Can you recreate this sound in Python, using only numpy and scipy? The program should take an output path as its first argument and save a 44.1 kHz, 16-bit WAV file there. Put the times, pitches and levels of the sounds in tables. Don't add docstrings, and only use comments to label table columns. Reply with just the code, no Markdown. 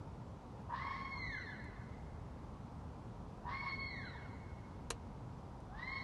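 import sys
import numpy as np
from scipy import signal
from scipy.fft import rfft, irfft
from scipy.io import wavfile
from scipy.ndimage import uniform_filter1d

SR = 44100
rng = np.random.default_rng(int(sys.argv[2]) if len(sys.argv) > 2 else 0)


def natural_amplitude(level_db):
    exponent = np.asarray(level_db, float) / 20
    return 10 ** exponent


def bounce(signal):
    frames = np.transpose(np.atleast_2d(signal))
    limited = np.clip(frames, -1, 1)
    pcm = np.round(limited * 32767).astype(np.int16)
    wavfile.write(sys.argv[1], SR, pcm)


N = 266011

# frequency in Hz, level in dB per Hz.
HUM_SPECTRUM = [(12, -53), (20, -22.5), (38, -2), (108, -0.5), (157, -5.5), (235, -7.5), (371, -17),
                (402, -14.5), (652, -18.5), (948, -16), (1800, -34.5), (2490, -38), (3000, -39.5),
                (6020, -44.5), (12100, -57.5), (15700, -80.5), (22000, -120)]
# time in seconds, level in dB, length in seconds.
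DECK_CRACKS = [
    (1.643, -69, 0.0058),
    (4.905, -35.5, 0.0065),
    (5.605, -67, 0.0029),
]
# frequency in Hz, level in dB per Hz.
CRACK_SPECTRUM = [(240, -34), (400, -2), (1390, -3.5), (2170, -9.5), (2910, -4.5), (3530, -14.5),
                  (4110, -4), (5200, -11.5), (5810, -7), (11000, -13.5), (14300, -58), (22000, -120)]
# frequency in Hz, level in dB, t60 in seconds.
BOARD_MODES = [(464, -1, 0.22), (695, -55, 0.037), (1065, 0, 0.1), (4200, -15, 0.094)]
# frequency in Hz, t60 in seconds.
TOWN_DECAY = [(1000, 1.4), (2150, 2.85), (3200, 0.48), (4400, 2.02), (7000, 1.37)]
# delay in seconds,
# level in dB for the first, the second and the third scream.
WALL_ECHOES = [(.035, -12, -7.5, -11.5), (.07, -18, -16.5, -9.5), (.142, -3.5, -6.5, -6),
               (.178, -10.5, -8, -9), (.26, -15, -17, -10), (.32, -14.5, -28, -18), (.43, -11, -15.5, -14),
               (.6, -33, -28, -16)]
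# frequency in Hz, width in Hz, level in dB.
RASP_THROAT = [(934, 21, 1.5), (1105, 180, 9.5), (1273, 58, -2), (1500, 54, 0.5), (1780, 280, 2),
               (2470, 1500, -18.5), (2920, 50, -7.5), (3170, 2500, -21.5), (3830, 2350, -9.5),
               (5470, 1400, -18.5)]
# frequency in Hz, half width in Hz, level in dB.
CLEAR_THROAT = [(960, 60, 5), (1510, 35, -0.5), (1740, 120, -5.5), (2050, 300, -0.5), (2900, 140, -2),
                (3530, 150, 1), (4080, 300, 1.5)]
UPPER_PARTIALS_DB = [-13.5, -20, -27.5]
# start in seconds, climb in seconds, held note in Hz,
# jump of the low voice in seconds after the start, slide in seconds after the start.
SCREAM_SHAPES = [
    (.675, 0.24, 1082, .018, .42),
    (3.41, 0.19, 1084, .036, .355),
    (5.69, .26, 1072, .22, 0.303),
]
# time in seconds, effort in dB, low voice over high voice in dB,
# roughness from 0 to 1.
SCREAM_EFFORT = [
    [(.675, -73, 22, 0.96), (.705, -43, 18, 1.11), (.79, -45, 3, 0.92), (.89, -47, 5.5, 0.69),
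     (1.0, -52.5, 2.5, 0.78), (1.05, -50.5, -28, .4), (1.22, -47.5, -27, 0.45), (1.36, -51, -29, 0.53),
     (1.51, -65, -24, 0.33)],
    [(3.41, -64, 10, 1), (3.44, -62.5, 5, 1.1), (3.455, -46.5, 20, .85), (3.53, -46, 4.5, .95),
     (3.59, -46.5, -9.5, 0.59), (3.71, -44, -7.5, 0.5), (3.86, -53, -40, 0.28), (4.04, -53, -25, 0.53),
     (4.17, -57.5, -27, 0.45)],
    [(5.69, -60, 24, 0.5), (5.73, -60, 5, .9), (5.785, -49, -7, 0.88), (5.88, -46.5, -7.5, 0.59),
     (5.96, -43.5, -6.5, 0.44), (6.01, -50, -14, 0.3), (6.4, -55, -23, 0.3)],
]


def evened(x):
    return x / np.sqrt(np.mean(x ** 2) + 1e-20)


def read(points, hz):
    f, value = np.transpose(points)
    return np.interp(np.log(hz + 1), np.log(f + 1), value)


def add(mix, s, sound):
    part = mix[round(s * SR):][:len(sound)]
    part += sound[:len(part)]


def noise(n):
    return rng.standard_normal(-(-n // SR) * SR)[:n]


def wander(n, span_s):
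    size = int(span_s * SR)
    return evened(uniform_filter1d(uniform_filter1d(noise(n), size), size))


def resonate(x, hz, width):
    r = np.exp(-np.pi * width / SR)
    pole = r * np.exp(2j * np.pi * hz / SR)
    twice = np.convolve([1, -pole], [1, -pole])
    return 2 * signal.lfilter([(1 - r) ** 2], twice, x).real


def traffic_hum():
    frames, hz = N // 512 + 5, np.fft.rfftfreq(2048, 1 / SR)
    a, b, patches = rng.standard_normal((frames, 1025, 3)).T
    patches = evened(uniform_filter1d(uniform_filter1d(patches, 20, 0), 10, 1))
    swell = wander(frames * 512, 0.082)[::512]
    level_db = read(HUM_SPECTRUM, hz)[:, None] + 0.65 * patches + 0.13 * swell
    z = (a + 1j * b) * natural_amplitude(level_db)
    return natural_amplitude(-49.5) * evened(signal.istft(z, nperseg=2048, noverlap=1536)[1][:N])


def deck_boards():
    t, hz = np.arange(8192) / SR, np.fft.rfftfreq(8192, 1 / SR)
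    ring = sum(natural_amplitude(db - 60 * t / t60) * np.sin(2 * np.pi * f * t) for f, db, t60 in BOARD_MODES)
    ring = ring * np.minimum(t / 0.013, 1)
    treble = 1 / (1 + (5000 / (hz + 1)) ** 4)
    out = np.zeros(N)
    for s, db, length in DECK_CRACKS:
        grains = rng.standard_normal(8192) * natural_amplitude(1.8 * rng.standard_normal(8192))
        slips = rfft(grains) * natural_amplitude(read(CRACK_SPECTRUM, hz))
        tick = np.minimum(t / 0.0007, 1) ** 2 * (natural_amplitude(4 - 9 * t / length) + natural_amplitude(-15 - 60 * t / 0.026))
        body = np.minimum(t / 0.0031, 1) ** 2 * (natural_amplitude(-6 * (t / length) ** 4) + natural_amplitude(-4.5 - 60 * t / 0.096))
        burst = irfft(slips * treble) * tick + irfft(slips * (1 - treble)) * body
        add(out, s - .002, natural_amplitude(db) * (burst / np.std(irfft(slips)) + 0.26 * ring))
    return out


def town_tail():
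    taps = np.zeros(3 * SR)
    at = np.arange(400, 3 * SR - 20, 20)
    taps[at + rng.integers(0, 20, len(at))] = rng.choice([-1., 1.], len(at))
    hz, t, z = signal.stft(taps, SR, nperseg=256)
    decay = natural_amplitude(-60 * t / read(TOWN_DECAY, hz)[:, None])
    tail = signal.istft(z * decay, SR, nperseg=256)[1][:3 * SR]
    return tail / np.linalg.norm(tail)


def path_to_balcony(scream_index):
    n = np.arange(3000)
    path = natural_amplitude(-10) * town_tail()
    path[:16] = np.exp(-n[:16] / 2.66) / 2.77
    for delay, *db in WALL_ECHOES:
        smear = rng.standard_normal(3000) * (rng.random(3000) < .02) * np.exp(-n / (150 + 1500 * delay))
        smear[0] = 1.0
        air = np.exp(-n[:32] / (0.34 + 60 * delay ** 3))
        echo = np.convolve(smear / np.linalg.norm(smear), air / air.sum())
        add(path, delay, natural_amplitude(db[scream_index]) * echo)
    return path


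def throat_db(hz):
    peaks = sum(natural_amplitude(2 * db) / (1 + ((hz - f) / w) ** 2) ** 2 for f, w, db in CLEAR_THROAT)
    return 10 * np.log10(natural_amplitude(2 * -10.5) + peaks)


def pitch(age, climb_s, note_hz, jump_s, slide_s):
    onset_share, wait_s, climb_bend = .69, .022, 1.9
    to_climb = np.clip((climb_s - age) / (climb_s - wait_s), 0, 1)
    arch = note_hz * (1 - (1 - onset_share) * to_climb ** climb_bend)
    sharp_hz = 20 * np.exp(-abs(age - climb_s) / 0.13)
    slide = (np.maximum(age - slide_s, 0) / (age[-1] - slide_s)) ** 2.15
    wobble = 1 + .026 * np.sqrt(slide) * wander(len(age), .009)
    high_hz = (arch + sharp_hz - 643.5 * slide) * wobble
    step_share, step_s, rise_s = .89, 0.046, .015
    first_jump = np.clip((age - jump_s) / rise_s + .8, 0, 1)
    second_jump = np.clip((age - jump_s - step_s) / rise_s, 0, 1)
    steps = step_share * first_jump + (1 - step_share) * second_jump
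    return high_hz, np.maximum(arch, note_hz * steps), slide


def controls(start, climb_s, note_hz, jump_s, slide_s, effort):
    s, *columns = np.transpose(effort)
    age = np.arange(0, s[-1] - start, 1 / SR)
    effort_db, low_over_high_db, rough = (np.interp(start + age, s, c) for c in columns)
    hz, low_hz, slide = pitch(age, climb_s, note_hz, jump_s, slide_s)
    first_db = effort_db - 10 * np.log10(1 + natural_amplitude(-2 * low_over_high_db))
    second_db = effort_db - 10 * np.log10(1 + natural_amplitude(2 * low_over_high_db))
    jaws_db = -13.5 * np.clip(1 - age / 0.28, 0, 1) - 11.5 * slide
    fourth_db = second_db - 8.5 + jaws_db + throat_db(4 * hz)
    rasp_db = effort_db - 33 * (1 - np.clip(rough, 0, 1))
    return age, hz, low_hz, second_db + throat_db(2 * hz), first_db, fourth_db, rasp_db


def throat_rasp(t, deep):
    beat = np.exp(-(deep / (4 * np.pi) % 1) / 0.26)
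    drive = 0.2 * evened(beat - beat.mean()) + evened(beat * noise(len(t)))
    mouth = np.clip(t / 0.1, 0, 1)
    rasp = np.zeros(len(t))
    for k, (f, w, db) in enumerate(RASP_THROAT):
        rasp += (-1) ** k * natural_amplitude(db) * mouth ** (f / 1500) * resonate(drive, f, w)
    return evened(rasp)


def scream(row, effort):
    t, hz, low_hz, second_db, first_db, fourth_db, rasp_db = controls(*row, effort)
    n = len(t)
    hoarse = np.clip((rasp_db + 64.5) / 14, 0, 1)
    shake = 1 + (0.0027 + .02 * hoarse ** 2) * wander(n, .005)
    high = 2 * np.pi * np.cumsum(hz * shake) / SR
    deep = 2 * np.pi * np.cumsum(low_hz * shake) / SR
    third, fifth, sixth = UPPER_PARTIALS_DB
    sixth_db = fourth_db + sixth + 12 * np.exp(-((6 * hz - 5700) / 600) ** 2)
    voice = np.zeros(n)
    for k, db in ((2, second_db), (4, fourth_db), (6, sixth_db)):
        voice += natural_amplitude(db + 2.83 * wander(n, 0.012)) * np.cos(k * high)
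    settled = np.clip((t - .1) / .1, 0, 1)
    overtones = sum(natural_amplitude(db - 5.9 * hoarse) * np.cos(k * deep) for k, db in ((3, third), (5, fifth)))
    voice += natural_amplitude(first_db + 1.85 * wander(n, 0.023)) * (np.cos(deep) + settled * overtones)
    voice *= np.sqrt(2) * natural_amplitude(1.92 * wander(n, 0.0084))
    voice *= 1 + 0.33 * hoarse * wander(n, 0.0017)
    rasp = natural_amplitude(rasp_db + 0.87 * wander(n, 0.032)) * throat_rasp(t, deep)
    return (voice + rasp) * signal.windows.tukey(n, .03)


def fox():
    out = np.zeros(N)
    for k, row in enumerate(SCREAM_SHAPES):
        add(out, row[0], signal.fftconvolve(scream(row, SCREAM_EFFORT[k]), path_to_balcony(k)))
    return out


def scene():
    return (traffic_hum() + deck_boards() + fox())[None]


def masked(x, under_db, tilt_db, reach):
    hz, _, z = signal.stft(x, SR, nperseg=2048, noverlap=1024, window="cosine")
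    edges = np.unique(np.geomspace(1, 1024, 84).astype(int) - 1)
    band = np.maximum.reduceat(abs(z) ** 2, edges, axis=0)
    shadow = signal.lfilter([0, 1], [1, -reach], band, axis=0)
    limit_db = under_db + tilt_db * np.clip(np.log2(hz[edges] / 2400 + 1e-9), -3, 1)
    keep = band > natural_amplitude(2 * limit_db)[:, None] * shadow
    z = z * np.repeat(keep, np.diff(edges, append=len(hz)), axis=0)
    return signal.istft(z, nperseg=2048, noverlap=1024, window="cosine")[1][:N]


def band_limit(x):
    return signal.sosfilt(signal.butter(12, 12240, fs=SR, output="sos"), x)


def record(dry):
    bass_cut = signal.butter(6, 37., "highpass", fs=SR, output="sos")
    top_cut = signal.firwin(511, 12230, window=("kaiser", 9), fs=SR)
    thin = signal.oaconvolve(signal.sosfilt(bass_cut, dry[0]), top_cut, "same")
    mix = masked(thin, under_db=-29.5, tilt_db=6.0, reach=0.46)[None]
    return band_limit(mix)


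dry = scene()
out = record(dry)
bounce(out)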